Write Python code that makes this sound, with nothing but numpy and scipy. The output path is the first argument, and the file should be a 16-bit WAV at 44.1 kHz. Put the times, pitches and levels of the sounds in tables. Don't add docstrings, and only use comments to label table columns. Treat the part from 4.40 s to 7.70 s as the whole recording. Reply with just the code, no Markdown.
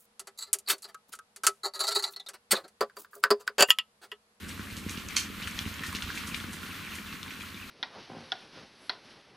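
import sys
import numpy as np
from scipy import signal
from scipy.io import wavfile

SR = 44100
rng = np.random.default_rng(int(sys.argv[2]) if len(sys.argv) > 2 else 0)


def field_ratio(decibels):
    return 10 ** (np.asarray(decibels, dtype=float) / 20)


def master_out(mix):
    frames = np.transpose(np.atleast_2d(mix))
    ceiling = np.clip(frames, -1, 1)
    pcm = np.round(ceiling * 32767).astype(np.int16)
    wavfile.write(sys.argv[1], SR, pcm)


N = 145530

# start in seconds, boom level in dB, knock level in dB.
HOOF_FALLS = [(0.051, -40, -56), (0.194, -40, -36), (0.323, -33, -43), (0.374, -39, -40.5),
              (0.405, -42, -52), (0.463, -32.5, -31), (0.505, -39, -39), (0.576, -61, -36.5),
              (0.656, -34.5, -51), (0.782, -43, -58), (0.9, -51, -40), (0.98, -45, -42), (1.062, -34, -54),
              (1.16, -47, -43), (1.21, -35, -43), (1.26, -29, -36), (1.407, -58, -39), (1.483, -33.5, -43),
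              (1.548, -35, -36), (1.637, -31, -48), (1.675, -35.5, -44.5), (1.766, -43, -49),
              (1.845, -46, -43), (1.885, -46, -40), (1.92, -42, -40), (1.973, -50, -41),
              (2.042, -48, -37.5), (2.11, -36, -53), (2.235, -52, -47), (2.45, -55, -46),
              (2.596, -52, -40.5), (2.74, -55, -44), (2.99, -55, -45), (3.143, -55, -44)]
# pitch in Hz, level in dB, decay by 60 dB in seconds.
CRUST_MODES = [(174, -1, .06), (206, 2, 0.065), (250, -2.5, .045), (323, -11.5, 0.018), (398, -21, 0.03)]
# time in seconds, level in dB.
TRAMPLE_LEVEL = [
    (0.0, -44.5),
    (1.81, -43.5),
    (3.3, -48),
]
# start in seconds, level in dB.
BRANCH_CRACKS = [
    (0.762, -26),
    (.7664, -12),
    (0.7673, -15.5),
    (0.7696, -37),
    (0.777, -23.5),
]
# pitch in Hz, level in dB, decay by 60 dB in seconds.
BRANCH_RINGING = [(1300, -11, .005), (1900, -6, .005), (2480, -5, .005), (3100, -3, .006), (4350, -3, .01),
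                  (5100, -8, .005), (5680, -6, .005), (6340, 0, .007), (7560, -9, .006), (9200, -9, .003),
                  (10700, -13, .003), (14000, -22, .002)]
# start in seconds, peak level in dB, pitch in Hz, level of the bright edge in dB.
TWIG_SNAPS = [(0.1036, -35, 2140, -26), (0.1766, -35, 1210, -10), (0.194, -32.5, 1460, -14),
              (0.3016, -34, 2060, -13), (0.3683, -33, 2980, -8), (0.4878, -32, 2290, -20),
              (0.4955, -29.5, 2360, -6), (0.5736, -30, 2900, -25), (0.598, -34, 2610, -17),
              (0.6871, -29.5, 2470, -8), (1.0188, -27.5, 2200, -25), (1.074, -27, 1800, -8),
              (1.1765, -34, 3500, -25), (1.198, -31, 2500, -15), (1.264, -31.5, 2300, -24),
              (1.4357, -21.5, 1820, -21), (1.5271, -30, 1080, -15), (1.5499, -23.5, 2820, -22),
              (1.6225, -25, 2930, -34), (1.702, -24, 1530, -26), (1.7753, -24, 2280, -24),
              (1.8347, -32, 1290, -15), (1.945, -24, 2330, -23), (2.2307, -30.5, 1430, -21),
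              (2.4086, -44, 1240, -30), (2.7267, -30, 2540, -23), (2.8614, -35, 985, -29),
              (2.907, -32, 2200, -28.5), (3.0353, -35.5, 1280, -21)]
# start in seconds, peak level in dB, pitch in Hz.
STONE_TICKS = [(.0687, -37, 1560), (.113, -37, 4000), (.2708, -33, 1660), (.3267, -37, 8690),
               (.3676, -34, 4780), (.4948, -25, 6340), (.6863, -26, 6380), (.7068, -31, 2360),
               (.732, -36, 9500), (.9448, -34, 1240), (1.0252, -28, 3700), (1.034, -28, 2900),
               (1.043, -30, 3200), (1.0745, -28, 3000), (1.079, -27, 1400), (1.111, -35, 6700),
               (1.1815, -29, 1900), (1.1902, -19, 3290), (1.1905, -23, 5600), (1.22, -31, 3400),
               (1.255, -31, 2900), (1.3418, -33, 6590), (1.3942, -31, 3230), (1.44, -27, 1050),
               (1.454, -29, 2000), (1.4651, -33, 5040), (1.5279, -30, 8730), (1.5873, -28, 2050),
               (1.6142, -35, 9000), (1.6222, -24, 3400), (1.6245, -27, 1500), (1.675, -31, 1400),
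               (1.807, -31, 1300), (1.853, -31, 2100), (1.8736, -33, 5640), (1.88, -29, 1250),
               (1.896, -29, 1150), (1.9445, -28, 3900), (2.0018, -29, 3380), (2.0393, -30, 1560),
               (2.1321, -34, 8100), (2.3431, -36, 3400), (2.3885, -32, 2060), (2.5546, -35, 8570),
               (2.728, -31, 1150), (2.83, -27, 3550), (2.8305, -33, 5500), (2.832, -36, 1200),
               (2.8799, -33, 2230), (3.0091, -31, 2370), (3.018, -33, 3300), (3.1033, -38, 4850),
               (3.1443, -35, 3590), (3.1737, -34, 2340), (3.2, -34, 2500), (3.294, -33, 1400)]
# start in seconds, length in seconds, start pitch in Hz, end pitch in Hz, level in dB.
BIRD_CHIRPS = [(1.905, .034, 3050, 2200, -43), (2.305, .02, 3050, 2150, -44), (2.46, .026, 2900, 1950, -44),
               (2.517, .016, 3000, 2350, -45), (2.537, .024, 2850, 1950, -44.5),
               (2.572, .018, 2100, 1780, -45), (2.652, .045, 4300, 2650, -50),
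               (2.685, .05, 2720, 2580, -49.5), (2.875, .025, 3950, 3500, -53),
               (2.912, .04, 2300, 1300, -48), (3.005, .018, 2900, 2200, -47), (3.215, .03, 2950, 2350, -47)]
# time of the peak in seconds, level in dB.
LEAF_SWEEPS = [(.09, -46), (.375, -45.5), (.51, -42), (1.085, -47), (1.22, -50), (1.47, -43.5), (1.55, -49),
               (1.76, -45), (1.88, -42), (1.97, -47), (2.135, -44.5), (2.555, -46.5), (3.02, -53)]
# time in seconds, level in dB.
BRUSH_LEVEL = [
    (0.0, -46),
    (1.76, -41.5),
    (2.1, -43),
    (3.3, -45.5),
]
# frequency in Hz, level in dB per Hz.
RUSTLE_COLOUR = [(400, -28), (620, -7), (800, -18.5), (1100, 0.5), (2500, -0.5), (4200, -5.5),
                 (6500, -15.5), (12000, -14)]
# time in seconds, level in dB.
DUST_LEVEL = [
    (0.0, -55.5),
    (1.9, -56),
    (2.7, -58.5),
    (3.3, -59.5),
]
# frequency in Hz, level in dB per Hz.
AIR_COLOUR = [(30, -29), (100, 6), (500, 0), (800, -16), (4000, -30.5), (9000, -4), (14000, -23),
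              (17000, -34)]
# frequency in Hz, share from 0 to 1.
STEREO_LIKENESS = [(40, 0.74), (200, 0.6), (800, 0.94), (2500, 0.64), (5000, 0.83), (9000, 1),
                   (14000, 0.92)]

BOOM_HZ, BOOM_T60_S, BOOM_DB, KNOCK_DB = 91.7, 0.13, 1.5, 3
PUSH_S, BOOM_PAN_DB = 0.009, -1.4
FALLS_PER_S, FALL_SPREAD_DB, HERD_BOOM_DB, HERD_KNOCK_DB = 400, 2.2, -6.5, -3.5
BRANCH_PAN_DB, BRANCH_WET_DB = -1.3, -7.5
SPLINTERS_PER_S, SPLINTER_DB, SPLINTER_T60_S = 2800, -25.5, 0.15
SHRED_DB, SHRED_T60_S, SHRED_LOW_HZ, SHRED_HIGH_HZ = -30, 0.2, 2600, 8500
SNAP_CYCLES, SNAP_DB, SPLIT_S, SPLIT_LOSS_DB = 14.0, 2, 0.002, 8
CRUNCH_DB, CRUNCH_T60_S = -15, 0.16
BRIGHT_HZ, BRIGHT_DB, EDGE_T60_S = 8000, -3, 0.02
TICK_CYCLES, TICK_T60_S, TICK_DB, TICK_WET_DB = 15.0, 0.006, 1.5, -14
TICK_TILT_DB, REBOUND_S, REBOUND_DB = 3.0, 0.0012, -2
SWISH_RISE_S, SWISH_FALL_S, SWISH_LOW_HZ, SWISH_HIGH_HZ = 0.011, 0.028, 3930, 10500
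CRACKLE_PER_S, CRACKLE_DB, CRACKLE_CYCLES, CRACKLE_SPREAD_DB = 1000, -5.5, 7.0, 3.0
RUSTLE_DB = -2
SCRUB_T60_S, SCRUB_DB, SCRUB_SIDE_DB, SCRUB_CUT_HZ, SCRUB_SIDE_HZ = 0.2, -8, -2, 9000, 4600
HOLLOW_HZ, TOP_HZ = 970, 15750


def rms_one(x):
    return x / np.sqrt(np.mean(x ** 2) + 1e-20)


def in_time(rows):
    return np.interp(np.arange(N) / SR, *np.transpose(rows))


def at_hz(points, hz):
    points = np.array(points)
    return np.interp(np.log(hz), np.log(points[:, 0]), points[:, 1])


def drift(rate):
    r = np.exp(-80 * np.pi * rate / SR)
    draws = rng.standard_normal(N // 40 + 2002)
    slow = signal.lfilter([1], [1, -2 * r, r * r], draws)[2000:]
    return np.interp(np.arange(N) / 40, np.arange(len(slow)), rms_one(slow))


def ring(clicks, hz, t60):
    r = field_ratio(-60 / (t60 * SR))
    w = 2 * np.pi * hz / SR
    return signal.lfilter([0, np.sin(w)], [1, -2 * r * np.cos(w), r * r], clicks + 1e-18)


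def cut(x, hz, kind, order):
    return signal.sosfilt(signal.butter(order, hz, kind, fs=SR, output="sos"), x)


def train(s, gains):
    return np.bincount((np.asarray(s) * SR).astype(int), gains, N + SR)[:N]


def chance(per_s, spread_db):
    hits = rng.random(N) < per_s / SR
    return hits * field_ratio(spread_db * np.minimum(rng.exponential(1, N), 4))


def either_way():
    return rng.choice([-1, 1], N)


def grainy_gain(length, grain, spread_db):
    jumps = spread_db * rng.standard_normal(length // grain + 1)
    return field_ratio(jumps.repeat(grain)[:length])


def banded_noise(colour, patchy_db):
    out, together = 0, drift(9.0)
    edges = 25 * 2 ** np.arange(0, 9.6, 0.5)
    white = rng.standard_normal((2, 2, N))
    for k, (low, high) in enumerate(zip(edges, edges[1:])):
        band = signal.butter(2, [low, high], "band", fs=SR, output="sos")
        mid, side = signal.sosfilt(band, white[k % 2])
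        hz = np.sqrt(low * high)
        alike = np.clip(at_hz(STEREO_LIKENESS, hz), 0, 1)
        flicker = 0.55 * together + 0.39 * drift(33)
        gain = field_ratio(at_hz(colour, hz) + patchy_db * flicker)
        out = out + gain * (np.sqrt(1 + alike) * mid + np.sqrt(1 - alike) * side * [[1], [-1]])
    return rms_one(out)


def earth(boom, knock):
    push = np.hanning(int(PUSH_S * SR))
    boom = np.convolve(boom, push / push.sum())[len(push) // 2:][:N]
    low = ring(boom, BOOM_HZ, BOOM_T60_S) + 0.5 * ring(boom, 0.77 * BOOM_HZ, 0.061)
    low = cut(cut(low, 142, "low", order=2), 53, "high", order=2)
    high = sum(field_ratio(db) * ring(knock, hz, t60) for hz, db, t60 in CRUST_MODES)
    high = cut(cut(high, 469, "low", order=4), 216, "high", order=2)
    return low * field_ratio([[BOOM_PAN_DB], [-BOOM_PAN_DB]]), -high


def hooves():
    s, boom_db, knock_db = np.transpose(HOOF_FALLS)
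    boom, knock = earth(-train(s, field_ratio(boom_db + BOOM_DB)), -train(s, field_ratio(knock_db + KNOCK_DB)))
    boom_pushes = chance(FALLS_PER_S, FALL_SPREAD_DB) * either_way()
    knock_clicks = chance(FALLS_PER_S, FALL_SPREAD_DB) * either_way()
    far_boom, far_knock = earth(boom_pushes, knock_clicks)
    _, aside = earth(np.zeros(N), chance(200, 3.1) * either_way())
    herd = field_ratio(HERD_BOOM_DB) * rms_one(far_boom) + field_ratio(HERD_KNOCK_DB) * rms_one(far_knock)
    herd = herd + field_ratio(-12.5) * rms_one(aside) * [[1], [-1]]
    return boom + knock + field_ratio(in_time(TRAMPLE_LEVEL)) * herd


def branch():
    s, db = np.transpose(BRANCH_CRACKS)
    age = np.arange(N) / SR - s[1]
    since = np.maximum(age, 0)
    torn = np.where(age > 0, 1, field_ratio(-6) * (age > s[0] - s[1]))
    tear = torn * field_ratio(SPLINTER_DB - 60 * since / SPLINTER_T60_S)
    shred = cut(rng.standard_normal(N), SHRED_LOW_HZ, "high", order=1)
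    shred = rms_one(cut(shred, SHRED_HIGH_HZ, "low", order=2))
    out = shred * (age > 0) * field_ratio(SHRED_DB - 60 * since / SHRED_T60_S)
    for k, (hz, level_db, t60) in enumerate(BRANCH_RINGING):
        cracks = train(s, field_ratio(db - 3) * rng.uniform(1.0, 1.32, len(s)))
        splinters = tear * chance(SPLINTERS_PER_S, 3.9) * either_way() / 3
        out = out + field_ratio(level_db) * (-1) ** k * ring(cracks + splinters, hz, t60)
    return out


def snaps():
    out = np.zeros(N + SR)
    t = np.arange(SR // 6) / SR
    lucks = rng.uniform(0.7, 1.2, (len(TWIG_SNAPS), 3))
    for (s, db, hz, bright_db), luck in zip(TWIG_SNAPS, lucks):
        split_times = SPLIT_S * np.cumsum([0, *luck[:2]])
        steps = train(split_times, field_ratio(SNAP_DB - SPLIT_LOSS_DB * np.arange(3)))[:len(t)]
        body = ring(steps, hz, SNAP_CYCLES / hz) - field_ratio(-5) * ring(steps, 1.57 * hz * luck[2], 0.0029)
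        grit = rng.standard_normal((2, len(t))) * grainy_gain(len(t), 40, 4.5)
        crunch = cut(grit[0], 0.5 * hz + 300, "high", order=2)
        crunch = rms_one(cut(crunch, 1.13 * hz + 1500, "low", order=2))
        edge = cut(grit[1], 5000, "high", order=2)
        edge = rms_one(cut(edge, BRIGHT_HZ, "low", order=2))
        crunch = crunch * field_ratio(CRUNCH_DB - 60 * t / CRUNCH_T60_S)
        edge = edge * field_ratio(bright_db + BRIGHT_DB - 60 * t / EDGE_T60_S)
        out[int(s * SR):][:len(t)] += field_ratio(db) * (body + crunch + edge)
    return out[:N]


def ticks():
    out = np.zeros(N + SR)
    lucks = rng.uniform(0.7, 1.3, (len(STONE_TICKS), 2))
    for (s, db, hz), luck in zip(STONE_TICKS, lucks):
        rebound_s = np.round(REBOUND_S * luck[0] * hz) / hz
        steps = train([0, rebound_s], field_ratio([0, REBOUND_DB]))[:SR // 20]
        level_db = db + TICK_DB + TICK_TILT_DB * min(0, np.log2(hz / 3300))
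        tick = ring(steps, hz, min(TICK_T60_S, TICK_CYCLES / hz))
        out[int(s * SR):][:len(steps)] += field_ratio(level_db) * tick
    return out[:N]


def crackle(brush_db):
    clumps = field_ratio(2 * drift(20))
    clicks = chance(CRACKLE_PER_S * clumps, CRACKLE_SPREAD_DB) * either_way()
    pitches = np.geomspace(1050, 7500, 18)
    dealt = rng.integers(0, 18, N)
    rings = 0
    for k, hz in enumerate(pitches):
        gain = field_ratio(at_hz(RUSTLE_COLOUR, hz) + 3.74 * np.log2(hz))
        rings = rings + gain * ring(clicks * (dealt == k), hz, CRACKLE_CYCLES / hz)
    return field_ratio(brush_db + CRACKLE_DB) * rms_one(rings)


def scrub(x):
    t = np.arange(SR // 2) / SR
    noise = cut(rng.standard_normal((2, len(t))), SCRUB_CUT_HZ, "low", order=1)
    mid, side = noise * field_ratio(-60 * t / SCRUB_T60_S)
    side = cut(cut(side, SCRUB_SIDE_HZ, "low", order=2), 1600, "high", order=1)
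    tail = mid + field_ratio(SCRUB_SIDE_DB) * side * [[1], [-1]]
    return signal.fftconvolve(x[None], tail / np.sqrt(np.sum(mid ** 2)), axes=1)[:, :N]


def swishes():
    t, level = np.arange(N) / SR, 0
    for s, db in LEAF_SWEEPS:
        rise = np.exp(-((t - s) / SWISH_RISE_S) ** 2)
        fall = np.exp(-np.abs(t - s) / SWISH_FALL_S)
        level = level + field_ratio(db) * np.where(t < s, rise, fall)
    grit = rng.standard_normal(N) * grainy_gain(N, 64, 2.6)
    hiss = cut(cut(grit, SWISH_LOW_HZ, "high", order=1), SWISH_HIGH_HZ, "low", order=3)
    return level * rms_one(hiss)


def bird():
    out = np.zeros(N)
    for s, length, top_hz, end_hz, db in BIRD_CHIRPS:
        u = np.linspace(0, 1, int(length * SR))
        hz = end_hz + (top_hz - end_hz) * (1 - u) ** 1.23
        swell = np.sqrt(2) * np.sin(np.pi * u) ** 0.5
        out[int(s * SR):][:len(u)] += field_ratio(db) * swell * np.sin(2 * np.pi * np.cumsum(hz) / SR)
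    return out * field_ratio(2.6 * drift(300) - 0.8)


def rustle(brush_db):
    return field_ratio(brush_db + RUSTLE_DB) * banded_noise(RUSTLE_COLOUR, patchy_db=2.5)


def air():
    return field_ratio(in_time(DUST_LEVEL)) * banded_noise(AIR_COLOUR, patchy_db=2.5)


def scene():
    brush_db = in_time(BRUSH_LEVEL)
    near, stones = branch(), ticks()
    sticks = snaps() + crackle(brush_db)
    wander = field_ratio(2 * drift(20) * [[1], [-1]])
    wood = near * field_ratio([[BRANCH_PAN_DB], [-BRANCH_PAN_DB]]) + (sticks + stones) * wander
    wood = wood + scrub(field_ratio(SCRUB_DB) * sticks + field_ratio(TICK_WET_DB) * stones + field_ratio(BRANCH_WET_DB) * near)
    wood = cut(wood, HOLLOW_HZ, "high", order=6)
    return hooves() + wood + swishes() + bird() + rustle(brush_db) + air()


def top_cut(x):
    return signal.sosfilt(signal.butter(12, 16050, fs=SR, output="sos"), x)


def record(dry):
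    steep = signal.cheby2(20, 60, TOP_HZ, fs=SR, output="sos")
    mix = signal.sosfilt(steep, dry)
    return top_cut(mix)


dry = scene()
out = record(dry)
master_out(out)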